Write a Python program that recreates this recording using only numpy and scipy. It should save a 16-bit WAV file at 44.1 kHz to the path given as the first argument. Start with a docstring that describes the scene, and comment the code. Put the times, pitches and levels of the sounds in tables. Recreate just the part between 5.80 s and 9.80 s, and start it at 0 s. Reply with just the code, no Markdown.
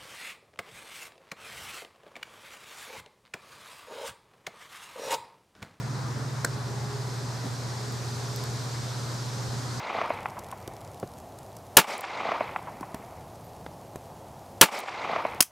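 """Flames rush over a heap of wreckage burning on asphalt at night; escaping gas hisses, growing louder.
Behind the fire a steady electric hum beats against a running motor's drone, with a faint whine.
The flames flare twice; a gas pocket pops, a flame puffs and a few tiny snaps follow.
Rush, hiss and flares are turbulent noise; pop, puff and snaps are short noise bursts,
the pop with echoes and a brief ring. The machinery is wavering sines."""
import sys
import numpy as np
from scipy import signal
from scipy.fft import rfft, irfft
from scipy.io import wavfile
from scipy.ndimage import uniform_filter1d

SR = 44100
rng = np.random.default_rng(int(sys.argv[2]) if len(sys.argv) > 2 else 0)


def persist_wave(psi):
    """Save psi, clipped to +-1, as 16-bit WAV."""
    counts = np.round(np.clip(psi, -1, 1) * 32767).astype(np.int16)
    wavfile.write(sys.argv[1], SR, np.atleast_2d(counts).T)


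N = 4 * SR

# Noise spectra, shape only: freq_hz, density_db
RUSH_SPECTRUM = [(20, -23), (32, -13), (44, -2), (62, -8), (85, 4.5), (130, 4.5), (200, 2), (290, -1),
                 (420, -2.5), (650, -5), (980, -3.5), (1400, -6.5), (2000, -12), (2800, -23), (5000, -30),
                 (15000, -45)]
HISS_SPECTRUM = [(1200, -21.5), (2400, -6.5), (2900, -7.5), (3400, -3.5), (4100, 0.5), (5000, 1.5),
                 (6500, -2), (8400, -6), (9600, -10), (11000, -13), (13000, -18.5), (14700, -22),
                 (15500, -48)]
FLARE_SPECTRUM = [(100, -22), (230, 10), (450, -10.5), (750, -4.5), (1250, 1), (1900, -10), (2700, -31),
                  (6000, -36)]
THUD_SPECTRUM = [(40, -30), (120, -2), (210, 5), (380, 2), (700, -5), (1080, 0), (1550, -4), (1900, -9),
                 (2100, -18), (2600, -28), (4000, -33)]
CRACK_SPECTRUM = [(2800, -22), (3700, -15), (4300, -6), (5200, -6.5), (6200, -6), (7100, 0), (7900, -3),
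                  (8400, -1), (9200, -15), (10800, -17), (11700, -11), (13000, -22), (15500, -28)]
PUFF_SPECTRUM = [(90, -25), (170, 0), (300, -4), (550, -7), (800, -11), (1300, -20), (3000, -50)]
SNAP_SPECTRUM = [(1500, -28), (3200, -14), (4700, 0), (7400, 2), (10000, -8), (12200, -1), (13500, -2.5),
                 (15500, -11)]
# Left-right likeness: freq_hz, correlation
RUSH_CORRELATION = [(25, .1), (60, 0.2), (150, 0.73), (300, 0.87), (600, 0.77), (950, 0.65), (1100, 0.36),
                    (1600, 0.63), (3000, 0.43)]
HISS_CORRELATION = [(2800, 0.5), (4200, 0.78), (6500, 0.8), (8300, 0.57), (9400, -0.011), (10700, -0.33),
                    (11600, 0.17), (12700, 0.94), (15000, 0.81)]
# Stereo balance: freq_hz, left_minus_right_db
RUSH_BALANCE = [(100, 1.5), (200, -1.3), (350, 1.5), (900, 3), (1400, 1.5), (2200, 0.5)]
HISS_BALANCE = [(3000, -1), (4800, -1), (6500, -0.5), (8500, 0.2), (10700, -3.5), (12800, 0.5)]
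# Level curves: time_s, level_db
HISS_LEVEL = [(0, -48), (.6, -46.5), (1.5, -44.5), (2.6, -42.5), (3.2, -42.5), (4, -43)]
DRONE_LEVEL = [(0, -38), (1.35, -41), (1.9, -45), (2.9, -43), (4, -42.5)]
WHINE_LEVEL = [(0, -72), (.55, -61), (1.05, -44.5), (1.4, -51), (1.8, -62), (2.1, -48), (2.6, -46.5),
               (3, -68), (3.6, -53), (4, -59)]
# Motor drone pitch: time_s, pitch_hz
DRONE_PITCH = [(0, 139.3), (.5, 138.4), (1.15, 137.2), (2, 136.85), (3.1, 136.5), (4, 135.9)]
# Whine partials: freq_hz, gain_db
WHINE_PARTIALS = [(412, -0.5), (823, -10.5)]
# Flare-ups: peak_s, half_width_s, level_db
FLARES = [(0.3, 0.3, -44.5), (3.9, .13, -45)]
# Thud echoes off ground and wreck: delay_s, gain_db
THUD_ECHOES = [(.0105, -14), (.0145, -16), (.026, -21)]
# Ringing modes of the pop: freq_hz, level_db, t60_s
POP_MODES = [(1572, -24.5, 0.053), (1854, -31, 0.043), (7080, -27, 0.016), (8410, -27.5, 0.016)]
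# Snaps of the fire: start_s, level_db
SNAPS = [(2.1235, -39), (2.561, -30.5), (2.6388, -32)]


def amp(db):
    """Decibels to gain."""
    return 10 ** (np.asarray(db) / 20)


def unit(x):
    """Scale to unit rms."""
    return x / np.sqrt(np.mean(x ** 2) + 1e-20)


def at_hz(points, hz):
    """Read a table on a log-frequency axis."""
    freq_hz, value = np.transpose(points)
    return np.interp(np.log(hz + 1), np.log(freq_hz + 1), value)


def over_time(points):
    """Read a curve at every sample."""
    return np.interp(np.arange(N) / SR, *np.transpose(points))


def pan(db):
    """Stereo gains for a left-minus-right level."""
    return amp(np.array([[.5], [-.5]]) * db)


def colour(x, spectrum):
    """Filter by a spectrum; unit rms."""
    size = x.shape[-1]
    gain = amp(at_hz(spectrum, np.fft.rfftfreq(size, 1 / SR)))
    return unit(irfft(rfft(x) * gain, size))


def drift(rate_hz):
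    """Smooth random motion up to about rate_hz; unit rms."""
    hz = np.fft.rfftfreq(N, 1 / SR)
    lowpass = (hz > 0) * np.exp(-(hz / rate_hz) ** 2)
    return unit(irfft(rfft(rng.standard_normal(N)) * lowpass, N))


def add(mix, start_s, sound):
    """Mix a sound in at start_s."""
    part = mix[:, round(start_s * SR):][:, :sound.shape[-1]]
    part += sound[..., :part.shape[-1]]


def turbulence(spectrum, correlation, balance, patchy_db):
    """Stereo noise whose level shifts in small time-frequency patches."""
    size = 2048
    hz = np.fft.rfftfreq(size, 1 / SR)
    mid, side = signal.stft(rng.standard_normal((2, N)), nperseg=size)[2]
    patches = uniform_filter1d(rng.standard_normal(mid.shape), size=24, axis=0)
    patches = unit(uniform_filter1d(patches, size=3, axis=1))
    likeness = np.clip(at_hz(correlation, hz), -1, 1)[:, None]
    mid, side = mid * np.sqrt(1 + likeness), side * np.sqrt(1 - likeness)
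    frames = np.array([mid + side, mid - side]) * amp(patchy_db * patches)
    frames *= pan(at_hz(balance, hz))[:, :, None]
    return colour(signal.istft(frames, nperseg=size)[1][:, :N], spectrum)


def tone(hz):
    """Unit-rms sine following a pitch."""
    return np.sqrt(2) * np.cos(2 * np.pi * np.cumsum(hz * np.ones(N)) / SR)


def burst(spectrum, attack_s, hold_s, t60_s, width):
    """Short gas release: coloured noise swells, holds, dies."""
    t = np.arange(SR // 4) / SR
    rise = np.sin(np.pi / 2 * np.minimum(t / attack_s, 1)) ** 2
    envelope = rise * np.exp(-np.log(1000) * np.maximum(t - attack_s - hold_s, 0) / t60_s)
    mid, side = (unit(colour(rng.standard_normal(len(t)), spectrum) * envelope) for _ in range(2))
    return np.array([mid + width * side, mid - width * side]) * np.sqrt(np.mean(envelope ** 2))


def flame_rush(level_db=-39):
    """Turbulent flames: a low, steady rush."""
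    return amp(level_db) * turbulence(RUSH_SPECTRUM, RUSH_CORRELATION, RUSH_BALANCE, patchy_db=1.0)


def gas_hiss():
    """A gas jet slowly gains strength, then levels off."""
    jet = turbulence(HISS_SPECTRUM, HISS_CORRELATION, HISS_BALANCE, patchy_db=0.82)
    return amp(over_time(HISS_LEVEL)) * jet


def electric_hum(pitch_hz=120, level_db=-35.5, waver_db=0.2):
    """Electric hum at constant pitch."""
    return amp(level_db + waver_db * drift(rate_hz=4)) * tone(pitch_hz)


def motor_drone(waver_db=0.63):
    """A running motor sags slowly in pitch, beating against the hum."""
    level_db = over_time(DRONE_LEVEL) + waver_db * drift(rate_hz=1.6)
    return amp(level_db) * tone(over_time(DRONE_PITCH))


def whine(waver_db=2.0, wander_hz=0.4):
    """A thin two-partial whine comes and goes."""
    level_db = over_time(WHINE_LEVEL) + waver_db * drift(rate_hz=7.9)
    partials = sum(amp(db) * tone(hz + wander_hz * drift(rate_hz=2.9)) for hz, db in WHINE_PARTIALS)
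    return amp(level_db) * partials


def whistle(pitch_hz=988, level_db=-60, waver_db=0.96, wander_hz=0.8):
    """A very faint, continuous tone above the whine."""
    gain = amp(level_db + waver_db * drift(rate_hz=2.5))
    return gain * tone(pitch_hz + wander_hz * drift(rate_hz=6))


def flares():
    """Flames flare briefly with a hollow roar."""
    t = np.arange(N) / SR
    swell = sum(amp(db) * np.exp(-((t - peak_s) / half_s) ** 2) for peak_s, half_s, db in FLARES)
    return swell * turbulence(FLARE_SPECTRUM, RUSH_CORRELATION, RUSH_BALANCE, patchy_db=2.5)


def gas_pop(start_s=0.6447, thud_db=-23, crack_db=-24.3, crack_lag_s=0.0008, ring_lag_s=0.0024):
    """A gas pocket bursts: dull thud with echoes, bright crack, brief ring."""
    out = np.zeros((2, N))
    thud = burst(THUD_SPECTRUM, attack_s=0.0026, hold_s=0.0022, t60_s=0.015, width=0.18)
    for delay_s, gain_db in [(0, 0), *THUD_ECHOES]:
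        add(out, start_s + delay_s, amp(thud_db + gain_db) * pan(db=-1.5) * thud)
    crack = burst(CRACK_SPECTRUM, attack_s=0.0025, hold_s=0.0018, t60_s=0.014, width=0.37)
    add(out, start_s + crack_lag_s, amp(crack_db) * crack)
    t = np.arange(SR // 4) / SR
    for freq_hz, level_db, t60_s in POP_MODES:
        ring = amp(level_db - 60 * t / t60_s) * np.sin(2 * np.pi * freq_hz * t)
        add(out, start_s + ring_lag_s, ring)
    return out


def flame_puff(start_s=1.63, level_db=-37.5):
    """One soft, low puff of flame."""
    out = np.zeros((2, N))
    puff = burst(PUFF_SPECTRUM, attack_s=0.016, hold_s=0.025, t60_s=0.087, width=0.23)
    add(out, start_s, amp(level_db) * puff)
    return out


def snaps():
    """The fire gives tiny, bright snaps."""
    out = np.zeros((2, N))
    for start_s, level_db in SNAPS:
        snap = burst(SNAP_SPECTRUM, attack_s=0.0002, hold_s=0.00034, t60_s=0.0036, width=0.3)
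        add(out, start_s, amp(level_db) * pan(db=-1.8) * snap)
    return out


def scene():
    """The fire, with machinery behind it."""
    fire = flame_rush() + flares() + gas_hiss()
    machinery = pan(db=-1.55) * (electric_hum() + motor_drone())
    machinery += pan(db=2.0) * (whine() + whistle())
    return fire + machinery + gas_pop() + flame_puff() + snaps()


def record(dry):
    """Steep low-pass on the top treble."""
    cutoff_hz = 15800
    lowpass = signal.firwin(511, cutoff_hz, window=("kaiser", 9), fs=SR)
    return signal.oaconvolve(dry, lowpass[None], "same")


dry = scene()
out = record(dry)
persist_wave(out)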